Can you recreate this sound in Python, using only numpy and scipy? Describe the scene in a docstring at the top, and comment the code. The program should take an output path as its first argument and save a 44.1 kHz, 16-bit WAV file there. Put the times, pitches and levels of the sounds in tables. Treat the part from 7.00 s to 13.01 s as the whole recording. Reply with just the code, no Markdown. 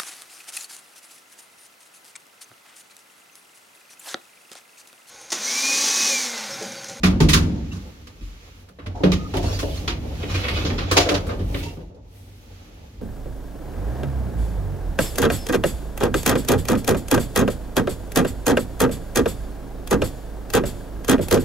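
"""Inside a small metal lift car, heard by a two-port microphone among the walls: first a landing door slams and
the stairwell rumbles on, then a button is pushed, then the sliding doors jolt, rattle along their track and
latch. Every blow rings the same car modes and throws a burst of noisy panel clatter. A low rumble runs
throughout, stronger with the door drive on, over a faint flickering hiss that swells while the doors move; as
they move, the rollers scrape and squeak. A short dull tail from the shaft answers blows and squeaks."""
import sys
import numpy as np
from scipy import signal
from scipy.fft import rfft, irfft
from scipy.io import wavfile
from scipy.ndimage import uniform_filter1d

SR = 44100
rng = np.random.default_rng(int(sys.argv[2]) if len(sys.argv) > 2 else 0)


def transcribe(signal):
    """Save signal, clipped to [-1, 1], as a 16-bit WAV file at the path in sys.argv[1]."""
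    frames = np.atleast_2d(signal).T
    limited = np.clip(frames, -1, 1)
    pcm = np.round(limited * 32767).astype(np.int16)
    wavfile.write(sys.argv[1], SR, pcm)


N = 265173

# Blows of slam, button and doors: start_s, clatter_db, sizzle_over_clatter_db, knock_db, knock_centre_hz,
# boom_db, boom_centre_hz, clatter_t60_s, clank_over_clatter_db, thud_db
BLOWS = [(0.0334, -12.5, -20.5, -23, 735, -6.5, 183, 0.21, -4, -16.5),
         (0.2031, -16, -18.5, -23, 970, -3.5, 155, 0.19, -6.5, -10.5),
         (0.287, -13, -15.5, -47, 507, -17, 218, 0.26, -12, -29),
         (0.333, -12, -17.5, -29, 460, -9, 185, 0.14, -9, -20),
         (0.342, -16, -17, -35, 465, -20, 181, 0.16, -0.5, -19),
         (0.7183, -39.5, -16, -49, 570, -25.5, 106, 0.39, -3.5, -50),
         (1.07, -39.5, -17, -52, 600, -45, 60, 0.14, -6.5, -45),
         (1.209, -46, -15, -69, 475, -25.5, 59.6, 0.51, -11, -52),
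         (1.688, -48, -12, -46, 497, -44, 97, 0.1, 2.5, -49),
         (1.7871, -44, -29.5, -39, 474, -45, 67, 0.26, 3, -37),
         (1.8606, -37.5, -23, -36.5, 646, -25.5, 89, 0.22, -5, -35),
         (1.949, -48, -18, -29, 804, -50, 143, 0.63, 1, -42),
         (2.0039, -59, -15, -27.5, 790, -26, 70, 0.24, 4, -24),
         (2.0357, -19.5, -28, -9, 486, -7, 180, 0.18, -3.5, -9),
         (2.1186, -16, -21, -34, 900, -18.5, 182, 0.12, -9, -22),
         (2.338, -28.5, -22.5, -23.5, 740, -18, 61, 0.2, -1, -18),
         (2.352, -39, -17, -21.5, 710, -24, 180, 0.15, -13, -36),
         (2.369, -26, -11.5, -23.5, 670, -30, 72, 0.074, -14, -19),
         (2.4274, -34, -16, -42, 620, -18.5, 90, 0.3, -9, -37),
         (2.4393, -39.5, -12, -26, 635, -17, 60, 0.91, 1.5, -31),
         (2.59, -26, -15.5, -36, 503, -24, 93, 0.15, -6.5, -28),
         (2.63, -34, -20, -19.5, 575, -30.5, 92, 0.053, -2, -20.5),
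         (2.74, -35, -15, -63, 540, -44, 75, 0.51, -10, -51),
         (2.8776, -17.5, -28, -31.5, 860, -33.5, 100, 0.21, -7, -25),
         (3.23, -29, -28, -33, 654, -27, 99.5, 0.18, -9, -25),
         (3.2904, -30.5, -22, -37, 467, -21, 60.8, 0.64, -3.5, -37),
         (3.3424, -24.5, -25, -30, 540, -18.5, 92.2, 0.38, -10, -26),
         (3.437, -24, -34.5, -25.5, 560, -46, 95, 0.24, -4, -34),
         (3.4828, -21, -26, -25.5, 550, -32, 102, 0.2, -9, -37),
         (3.5652, -25, -30.5, -25, 570, -30.5, 90, 0.33, -5, -27),
         (3.6488, -24.5, -30, -22.5, 463, -22, 70, 0.32, -7.5, -21.5),
         (3.6998, -31, -36, -46, 606, -26, 102, 0.24, -9, -25),
         (3.7801, -22.5, -32.5, -29.5, 510, -30, 84, 0.27, -5, -26.5),
         (3.913, -12, -14, -18, 600, -18, 81, 0.13, -1, -16.5),
         (3.962, -29.5, -19, -14.5, 850, -31.5, 78, 0.19, -1.5, -16),
         (3.968, -7, -21.5, -10, 623, -23.5, 77, 0.23, -9, -23.5),
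         (4.0621, -41.5, -18, -17, 508, -27, 180, 0.43, 11.5, -21),
         (4.0895, -14.5, -24.5, -13.5, 523, -22.5, 75, 0.12, -10, -15),
         (4.112, -32.5, -13, -15, 576, -29, 90, 0.21, 3, -18),
         (4.1419, -20, -26.5, -24, 476, -26, 87.5, 0.16, -8.5, -21),
         (4.267, -42.5, -6, -25, 465, -22.5, 93, 0.17, 3, -27),
         (4.2915, -32, -33, -22, 510, -35, 92, 0.22, 2.5, -28),
         (4.332, -55, -25, -27, 535, -36, 92, 0.2, -9.5, -37),
         (4.3899, -41, -21, -29.5, 455, -27, 247, 0.39, -2.5, -25),
         (4.5446, -23.5, -27.5, -29, 506, -31.5, 243, 0.11, -6.5, -24),
         (4.628, -31.5, -19, -39.5, 850, -29.5, 93.5, 0.26, -17.5, -28.5),
         (4.659, -48, -18, -35.5, 810, -34, 94, 0.28, -11, -33),
         (4.769, -56, -38, -39, 480, -28.5, 84, 0.2, 4, -35),
         (4.802, -60.5, -30, -36.5, 500, -48, 94, 0.25, -4, -45),
         (4.945, -60, -16, -40.5, 496, -39, 55, 0.22, -7, -44)]
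# Modes of the car walls: pitch_hz, level_db, base_t60_s (scaled for each use)
CAR_MODES = [(44.9, -2, 0.99), (70.1, -4, 0.61), (94.1, -1.5, 0.87), (155.9, 4.5, 0.53), (183.9, 3.5, 0.97),
             (233.5, 3.5, 0.37), (284.6, 1, 0.35), (310.1, -2.5, 0.24), (351.3, -4.5, 0.47),
             (407.3, 0.5, 0.28), (438.5, -5, 0.21), (492.6, 0, 0.13), (552, -13.5, 0.46), (592, -8.5, 0.32),
             (661, -14, 0.6), (711, -8.5, 0.29), (790, -8.5, 0.16), (869, -7.5, 0.22)]
# Modes of the door panels: pitch_hz, level_db, base_t60_s (scaled for each use)
PANEL_MODES = [(934, -6.5, 0.28), (1096, -9, 0.25), (1202, 2, 0.17), (1347, -2.5, 0.032), (1465, -9, 0.099),
               (2176, -1, 0.058), (2530, -3, 0.09), (3000, -5, 0.11), (3326, -3, 0.075), (3842, -2, 0.096),
               (4340, 2, 0.037), (5370, 15, 0.012), (6140, 3, 0.11)]
# Spectrum of loose panels clattering: pitch_hz, level_db (per Hz)
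CLATTER_SPECTRUM = [(470, -30), (800, 2), (1200, -1), (2440, -7), (4160, -8), (6920, -9), (8030, -18),
                    (9320, -16), (15500, -26.5)]
CLATTER_HZ, CLATTER_SPREAD_OCTAVES = 3295, 0.31  # random spread of the clatter centre from blow to blow
# Blows with less sizzle than DULL_DB clatter lower, narrower and more ringing
DULL_DB, DULL_OCTAVES_PER_DB, FOCUS_OCTAVES = -17, 0.025, 1.6
SLAM_ENDS_S = 0.4
SLAM_BOOM_RING, JOLT_BOOM_RING = 0.48, 0.57  # share of the base ring time left to the boom


def blows():
    """Each blow throws a burst of clatter, rings the door panels and sets the car walls ringing."""
    out = np.zeros((2, N + SR))
    clank = pair(band(CLATTER_SPECTRUM, 1000, 1800))
    clatter = pair(band(CLATTER_SPECTRUM, 1800, 7500))
    sizzle = pair(band(CLATTER_SPECTRUM, 7500, 20000))
    bounce = undb(1.8 * walk(120))  # loose panels rebound unevenly
    # the walls buzz, so rings die unevenly
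    shudder = np.pad(undb(1.62 * walk(70)), (0, SR), mode="reflect")
    low_panel, high_panel = between(PANEL_MODES, 0, 1800), between(PANEL_MODES, 1800, SR)
    n = SR // 5
    t = np.arange(n) / SR
    bin_hz = np.arange(n // 2 + 1) * SR / n
    shifts = 2 ** (CLATTER_SPREAD_OCTAVES * rng.standard_normal(len(BLOWS)))
    for blow, shift in zip(BLOWS, shifts):
        (start_s, clatter_db, sizzle_db, knock_db, knock_hz,
         boom_db, boom_hz, t60, clank_db, thud_db) = blow
        i = int(start_s * SR) - 40  # a short lead for the gradual onset
        now = slice(i, i + n)
        dull = max(DULL_DB - sizzle_db, 0)
        centre_hz = CLATTER_HZ * shift * 2 ** (-DULL_OCTAVES_PER_DB * dull)
        focus = FOCUS_OCTAVES / (1 + 0.084 * dull)

        rise_s = 0.00056 + 0.038 * t60 ** 2  # long rattles build up more slowly
        burst = (1 - np.exp(-t / rise_s)) * fall(t, t60) * bounce[now]
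        coloured = unit(irfft(rfft(clatter[:, now]) * undb(favour(bin_hz, centre_hz, focus)), n))
        sound = undb(-4.0) * burst * coloured
        sound += undb(sizzle_db + 2.0) * burst ** 1.03 * sizzle[:, now]

        high_ring = ring(high_panel, t, 5.2 * t60, 0.0039, centre_hz, 0.64, detune=0.022)
        sound += undb(-4.5 + 0.2 * dull) * shudder[now] * high_ring

        low_ring = ring(low_panel, t, 7.4 * t60, 0.003, 1100.0, 1.5, spread_db=-1.5, detune=0.01)
        clanking = undb(-2.5) * burst * clank[:, now] + undb(-7.5) * shudder[now] * low_ring
        sound += undb(clank_db) * clanking
        out[:, now] += undb(clatter_db) * sound

        boom_ring = SLAM_BOOM_RING if start_s < SLAM_ENDS_S else JOLT_BOOM_RING
        low = car_ring(knock_db, knock_hz, thud_db, boom_db, boom_hz, boom_ring)
        out[:, i:i + low.shape[1]] += low * shudder[i:i + low.shape[1]]
    return out[:, :N]


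def car_ring(knock_db, knock_hz, thud_db, boom_db, boom_hz, boom_ring):
    """Decaying car modes answer one blow in three bands: a knock, a thud and a boom."""
    knock = between(CAR_MODES + PANEL_MODES, 460, 1000)
    thud, boom = between(CAR_MODES, 260, 460), between(CAR_MODES, 0, 260)
    # knock and thud modes are doubled: each copy is detuned, so the close pair beats
    knock, thud = knock + knock, thud + thud
    # the modes are slow, so they are drawn at a twentieth of the rate and smoothed up
    t = np.arange(SR // 40) / (SR / 20)
    low = undb(knock_db) * ring(knock, t, 0.82, 0.002, knock_hz, 0.4, spread_db=3.5, detune=0.0163)
    low += undb(thud_db) * ring(thud, t, 0.79, 0.0053, 330., 0.76, spread_db=1.0, detune=0.02)
    low += undb(boom_db) * ring(boom, t, boom_ring, 0.0076, boom_hz, 0.68, scatter=0.68)
    return signal.resample_poly(low, 20, 1, axis=1)


def ring(modes, t, damp, rise_s, centre_hz, octaves, spread_db=7.0, detune=0.016, lag_s=0.00032,
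         scatter=2.954):
    """Modes set ringing by one blow, which favours those near its centre; scaled by their summed power."""
    f, db, t60 = np.transpose(modes)
    chance = rng.standard_normal((4, len(f)))
    hz = f * (1 + detune * chance[1])
    pole = 2j * np.pi * hz - np.log(1000) / (damp * t60)
    level = undb(db + favour(f, centre_hz, octaves) + spread_db * chance[0])
    # the scatter sets how far the modes start out of step: the default leaves their phases at random, while a
    # small one, as for the boom, starts them nearly in step
    size = level * np.exp(1j * (scatter * chance[2] - np.pi / 2))
    # each mode reaches the two ports from its own side
    turn = np.exp(1j * np.pi * hz * lag_s * chance[3])
    out = (np.array([size * turn, size / turn]) @ np.exp(pole[:, None] * t)).real
    return out * (1 - np.exp(-t / rise_s)) / np.sqrt(np.sum(np.abs(size) ** 2))


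# Roller squeaks: start_s, length_s, start_pitch_hz, end_pitch_hz, level_db, roughness (ratio)
SQUEAKS = [(0.71, 0.021, 2650, 2800, -39.5, 1.4), (2.179, 0.066, 1243, 1243, -38.5, 0.33),
           (2.24, 0.041, 1250, 1220, -35.5, .3), (2.366, 0.025, 3054, 3020, -36, .5),
           (2.43, .07, 2750, 2650, -42, .9), (2.454, 0.03, 4430, 4430, -37, .7),
           (2.473, 0.087, 5440, 5500, -40, .6), (2.53, 0.05, 4650, 4800, -35, .9),
           (2.7, 0.023, 3550, 3280, -35.5, 1.3), (2.768, 0.023, 4260, 4260, -37, .8),
           (2.772, 0.038, 2750, 2800, -51, .7), (3.34, 0.034, 2420, 2430, -28, 0.51),
           (3.44, 0.032, 2250, 2220, -34, .6), (3.482, 0.022, 2230, 2200, -35, 0.55),
           (4.587, 0.153, 2600, 2820, -43, 1.1)]


def squeaks():
    """Short rough tones where a roller sticks and slips: each slip nudges the size and phase."""
    out = np.zeros((2, N))
    slip = walk(420) + 1j * walk(460)
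    port_phase = np.array([[0], [1.5]])  # radians
    for start_s, length_s, start_hz, end_hz, db, rough in SQUEAKS:
        i, n = int(start_s * SR), int(length_s * SR)
        phase = 2 * np.pi * np.cumsum(np.linspace(start_hz, end_hz, n)) / SR
        nudge = (1 + rough * slip[i:i + n]) / np.hypot(1, rough)
        tone = nudge * np.exp(1j * (phase + port_phase))
        out[:, i:i + n] += undb(db) * np.hanning(n) ** 0.6 * tone.real
    return out


# Level of the scrape and hiss, with a faint steady background between door movements:
# start_s, scrape_db, hiss_db (before their flicker)
SCRAPE_AND_HISS = [(0, -57, -70), (0.4, -48, -72), (0.84, -49, -62.5), (1.1, -53.5, -66),
                   (1.45, -49, -64.5), (1.61, -53, -64), (1.76, -62.5, -75), (2.02, -54, -71),
                   (2.14, -38, -59), (2.26, -47.5, -62), (2.53, -35.5, -50), (2.71, -40.5, -50),
                   (2.96, -49.5, -61), (3.25, -39.5, -55), (3.57, -31, -50), (3.82, -44, -58.5),
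                   (3.98, -31, -70), (4.2, -53, -60), (4.3, -40.5, -59), (4.42, -55.5, -60.5),
                   (4.59, -37.5, -47), (4.75, -53, -61.5), (4.99, -68.5, -89), (5.15, -56, -60),
                   (5.35, -55.5, -63), (5.59, -51, -64.5), (6.01, -56.5, -68.5)]
# Centre of the scrape, highest as the doors get under way: start_s, pitch_hz
SCRAPE_CENTRE = [(0, 2800), (2.0, 2400), (2.15, 3400), (2.55, 4360), (2.95, 2710), (3.85, 2500),
                 (4.1, 3100), (4.8, 2780), (5.15, 3640), (5.6, 2640)]
# Spectrum of the scrape: pitch_hz, level_db (per Hz)
SCRAPE_SPECTRUM = [(410, -32), (700, -15), (1140, -1.5), (1580, -5), (2370, -4), (3550, -6), (5000, -8.5),
                   (6150, -7.5), (8420, -16.5), (11700, -13.5), (16000, -20.5)]


def scrape_and_hiss():
    """Rollers scrape the track in uneven patches of noise and tick the panel modes, with a hiss on top."""
    scrape_db, hiss_db = curve(SCRAPE_AND_HISS)
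    centre_hz, = curve(SCRAPE_CENTRE)
    grain = walk(45)
    edges = 800 * 2 ** np.arange(0, 3.3, .54)
    # a louder scrape gathers round its centre and grows grittier
    tight = np.clip((scrape_db + 50.5) / 15, 0.25, 1.5)
    broad = np.zeros((2, N))
    for lo, hi in zip(edges, edges[1:]):
        patch_db = tight * favour(lo * 1.12, centre_hz, 1.24) + band_db(SCRAPE_SPECTRUM, lo, hi)
        broad += pair(band(SCRAPE_SPECTRUM, lo, hi)) * undb(patch_db + 2.0 * tight * walk(28.13))
    panels = np.zeros((2, N))
    for hz, _, t60 in PANEL_MODES[2:]:
        panels += ticks(hz, t60) * undb(favour(hz, centre_hz, 0.75))
    scrape = undb(-1.5) * broad + undb(-11.0) * tight * panels
    scrape *= undb(scrape_db + 2.2 * tight * grain)
    hiss = pair(band(SCRAPE_SPECTRUM, 7500, 20000)) * undb(hiss_db + grain)
    return scrape + hiss


TICKS_PER_S, TICK_SPREAD_DB, TICK_DAMP, TICK_WANDER = 400, 2.5, 0.8, 0.05  # for each panel mode


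def ticks(hz, t60):
    """Grit under the rollers strikes one panel mode, a two-pole resonator, at random moments."""
    chance = rng.random((int(TICKS_PER_S * N / SR), 4)).T
    size = undb(-TICK_SPREAD_DB * np.log(chance[1] + 1e-9))
    port_phase = np.array([[0], [1]]) * 2 * (chance[3] - .5) * np.pi
    strikes = np.zeros((2, N))
    strikes[:, (chance[0] * N).astype(int)] = size * np.cos(2 * np.pi * chance[2] + port_phase)
    r = np.exp(-np.log(1000) / (TICK_DAMP * max(t60, .06) * SR))
    rung = signal.lfilter([1], [1, -2 * r * np.cos(2 * np.pi * hz / SR), r ** 2], strikes)
    # the pitch of the ticks wanders at random
    read_at = np.cumsum(1 + TICK_WANDER * walk(14)) % (N - 1)
    return unit(np.array([np.interp(read_at, np.arange(N), side) for side in rung]))


# Low shaking of the car, at rest and with the door drive on: start_s, level_db
DRIVE = [(0, -36), (0.9, -45), (1.61, -46.5), (1.76, -51.5), (1.86, -36), (2.02, -33.5), (2.14, -22.5),
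         (2.26, -29.5), (2.38, -27), (3.3, -27.5), (3.82, -21.5), (3.98, -35.5), (4.22, -29), (4.52, -23.5),
         (4.75, -37.5), (4.9, -41.5), (5.15, -44.5), (5.31, -43), (5.93, -43.5), (6.01, -37.5)]
DRONE_DB, RATTLE_DB = -10, -9  # drone against the shaking; rattle against shaking mixed with scrape
RATTLE_FROM_SCRAPE = 0.28  # share of the scrape level in that mix
AFTER_RUMBLE_DB, AFTER_DRONE_DB, AFTER_RATTLE_DB = -11, -11.5, -8  # tail below the blow


def shaking():
    """Noise through the car modes makes rumble, drone and rattle, raised by a tail after each blow."""
    drive_db, = curve(DRIVE)
    scrape_db, _ = curve(SCRAPE_AND_HISS)
    knock_tail, boom_tail = low_tail(column=3), low_tail(column=5)  # after the knocks and the booms
    rumble_db = add_tail(drive_db, AFTER_RUMBLE_DB, boom_tail)
    drone_db = add_tail(drive_db + DRONE_DB, AFTER_DRONE_DB, boom_tail)
    rattle_db = mix(drive_db, scrape_db, RATTLE_FROM_SCRAPE) + RATTLE_DB
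    rattle_db = add_tail(rattle_db, AFTER_RATTLE_DB, knock_tail)
    rumble = pair(resonant(CAR_MODES, 0, 130, widen=3.0)) * undb(rumble_db)
    drone = pair(resonant(CAR_MODES, 130, 330, widen=4.0)) * undb(drone_db + 0.45 * walk(25.06))
    # the rattle swings unevenly, by the same amount throughout
    rattle = pair(resonant(CAR_MODES, 330, 1000, widen=9.5)) * undb(rattle_db + 3.5 * walk(40))
    return rumble + drone + rattle


SLAM_T60_S, JOLT_T60_S = 1.184, 0.27  # how long the low tail lasts after the slam and after later blows


def low_tail(column):
    """Power of the low tail that follows the blows, dying away after each."""
    out, t = np.zeros(N), np.arange(N) / SR
    for row in BLOWS:
        i = int(row[0] * SR)
        after = t[:N - i]
        t60 = SLAM_T60_S if row[0] < SLAM_ENDS_S else JOLT_T60_S
        out[i:] += (undb(row[column]) * fall(after, t60) * (1 - np.exp(-after / 0.016))) ** 2
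    return out


def add_tail(steady_db, after_db, power):
    """Level in dB once the power of the tail is added to a steady level."""
    return 10 * np.log10(undb(2 * steady_db) + undb(2 * after_db) * power)


def resonant(modes, lo, hi, widen):
    """Gain per bin of a set of modes driven by steady shaking."""
    hz = np.arange(N // 2 + 1) * SR / N
    power = 0
    for f, db, t60 in between(modes, lo, hi):
        peak = undb(2 * db) / (1 + ((hz - f) * t60 / widen) ** 2)
        power = power + peak * (hz / f) ** 2 / (1 + (hz / f) ** 4)
    return np.sqrt(power)


SHAFT_DB, SHAFT_T60_S = -17, 0.53


def shaft(x):
    """A dull diffuse tail from the lift shaft: decaying low-passed noise, partly shared by the ports."""
    t = np.arange(SR) / SR
    tail = rng.standard_normal((2, SR)) * fall(t, SHAFT_T60_S) * (1 - np.exp(-t / 0.0036))
    tail = signal.lfilter([1], [1, -.6], tail)
    tail[1] = .5 * tail[0] + 0.15 * tail[1]
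    tail /= np.sqrt(np.sum(tail[0] ** 2))
    return undb(SHAFT_DB) * signal.fftconvolve(x, tail, axes=1)[:, :N]


def undb(db):
    """Amplitude of a level in dB."""
    return 10 ** (np.asarray(db) / 20)


def unit(x):
    """Scale to an RMS of 1."""
    return x / np.sqrt(np.mean(x ** 2))


def fall(t, t60):
    """Exponential decay by 60 dB in t60 seconds, never quicker than 0.02 s."""
    return np.exp(-np.log(1000) * t / max(t60, .02))


def walk(rate):
    """Random levels held 1 / rate s and slewed twice; they swing around zero."""
    k = int(SR / rate)
    steps = np.repeat(rng.standard_normal(N // k + 1), k)
    return 0.96 * uniform_filter1d(uniform_filter1d(steps, k), k)[:N]


def pair(gain, alike_hz=760.0):
    """Noise with a given gain per bin; the two microphone ports agree in the bass only."""
    hz = np.arange(len(gain)) * SR / N
    mid, side = rfft(rng.standard_normal((2, N)))
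    share = np.clip((hz / alike_hz) ** 1.08, 0, 1.1)
    return unit(irfft(gain * np.array([mid + share * side, mid - share * side]), N))


def band(points, lo, hi):
    """Gain per bin of a spectrum of pitch_hz and level_db, kept between two edges."""
    hz = np.arange(N // 2 + 1) * SR / N + 1
    f, db = np.transpose(points)
    return undb(np.interp(np.log(hz), np.log(f), db)) * (hz >= lo) * (hz < hi)


def band_db(points, lo, hi):
    """Share in dB of a spectrum's power between two edges."""
    return 10 * np.log10(np.sum(band(points, lo, hi) ** 2) / np.sum(band(points, 0, SR) ** 2))


def favour(hz, centre_hz, octaves):
    """dB weight of frequencies around the centre that a contact excites best."""
    return -6 * np.log2(np.maximum(hz, 1) / centre_hz) ** 2 / octaves ** 2


def between(modes, lo, hi):
    """The modes whose pitch lies between two edges."""
    return [m for m in modes if lo <= m[0] < hi]


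def mix(a, b, share):
    """Blend b into a by a share."""
    return (1 - share) * a + share * b


def curve(table):
    """Each column of a table drawn as straight lines over its start_s."""
    s, *columns = np.transpose(table)
    return [np.interp(np.arange(N) / SR, s, c) for c in columns]


def scene():
    """Blows and squeaks with their shaft tail, over the shaking, scrape and hiss."""
    hits = blows() + squeaks()
    return hits + shaft(hits) + shaking() + scrape_and_hiss()


# Colour of the two microphone ports: pitch_hz, left_minus_right_db
PORTS = [(60, 0), (110, -2), (200, -0.5), (380, 0.5), (700, 0), (1290, -1), (2380, -1), (4400, -4.5),
         (8120, 0.5), (15000, 8)]
TOP_HZ = 16100


def record(dry):
    """The microphone ports differ in colour; deep bass is lost, loud peaks are rounded, the top is cut."""
    f, db = np.transpose(PORTS)
    hz = np.arange(N // 2 + 1) * SR / N
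    tilt_db = np.interp(np.log(hz + 1), np.log(f + 1), db) / 2  # half to each port
    x = irfft(rfft(dry) * undb([tilt_db, -tilt_db]), N)
    x = signal.sosfilt(signal.butter(2, 32., "high", fs=SR, output="sos"), x)
    rounded = np.tanh(0.79 * x) / 0.78
    return signal.sosfilt(signal.ellip(10, .2, 70, TOP_HZ, fs=SR, output="sos"), rounded)


dry = scene()
out = record(dry)
transcribe(out)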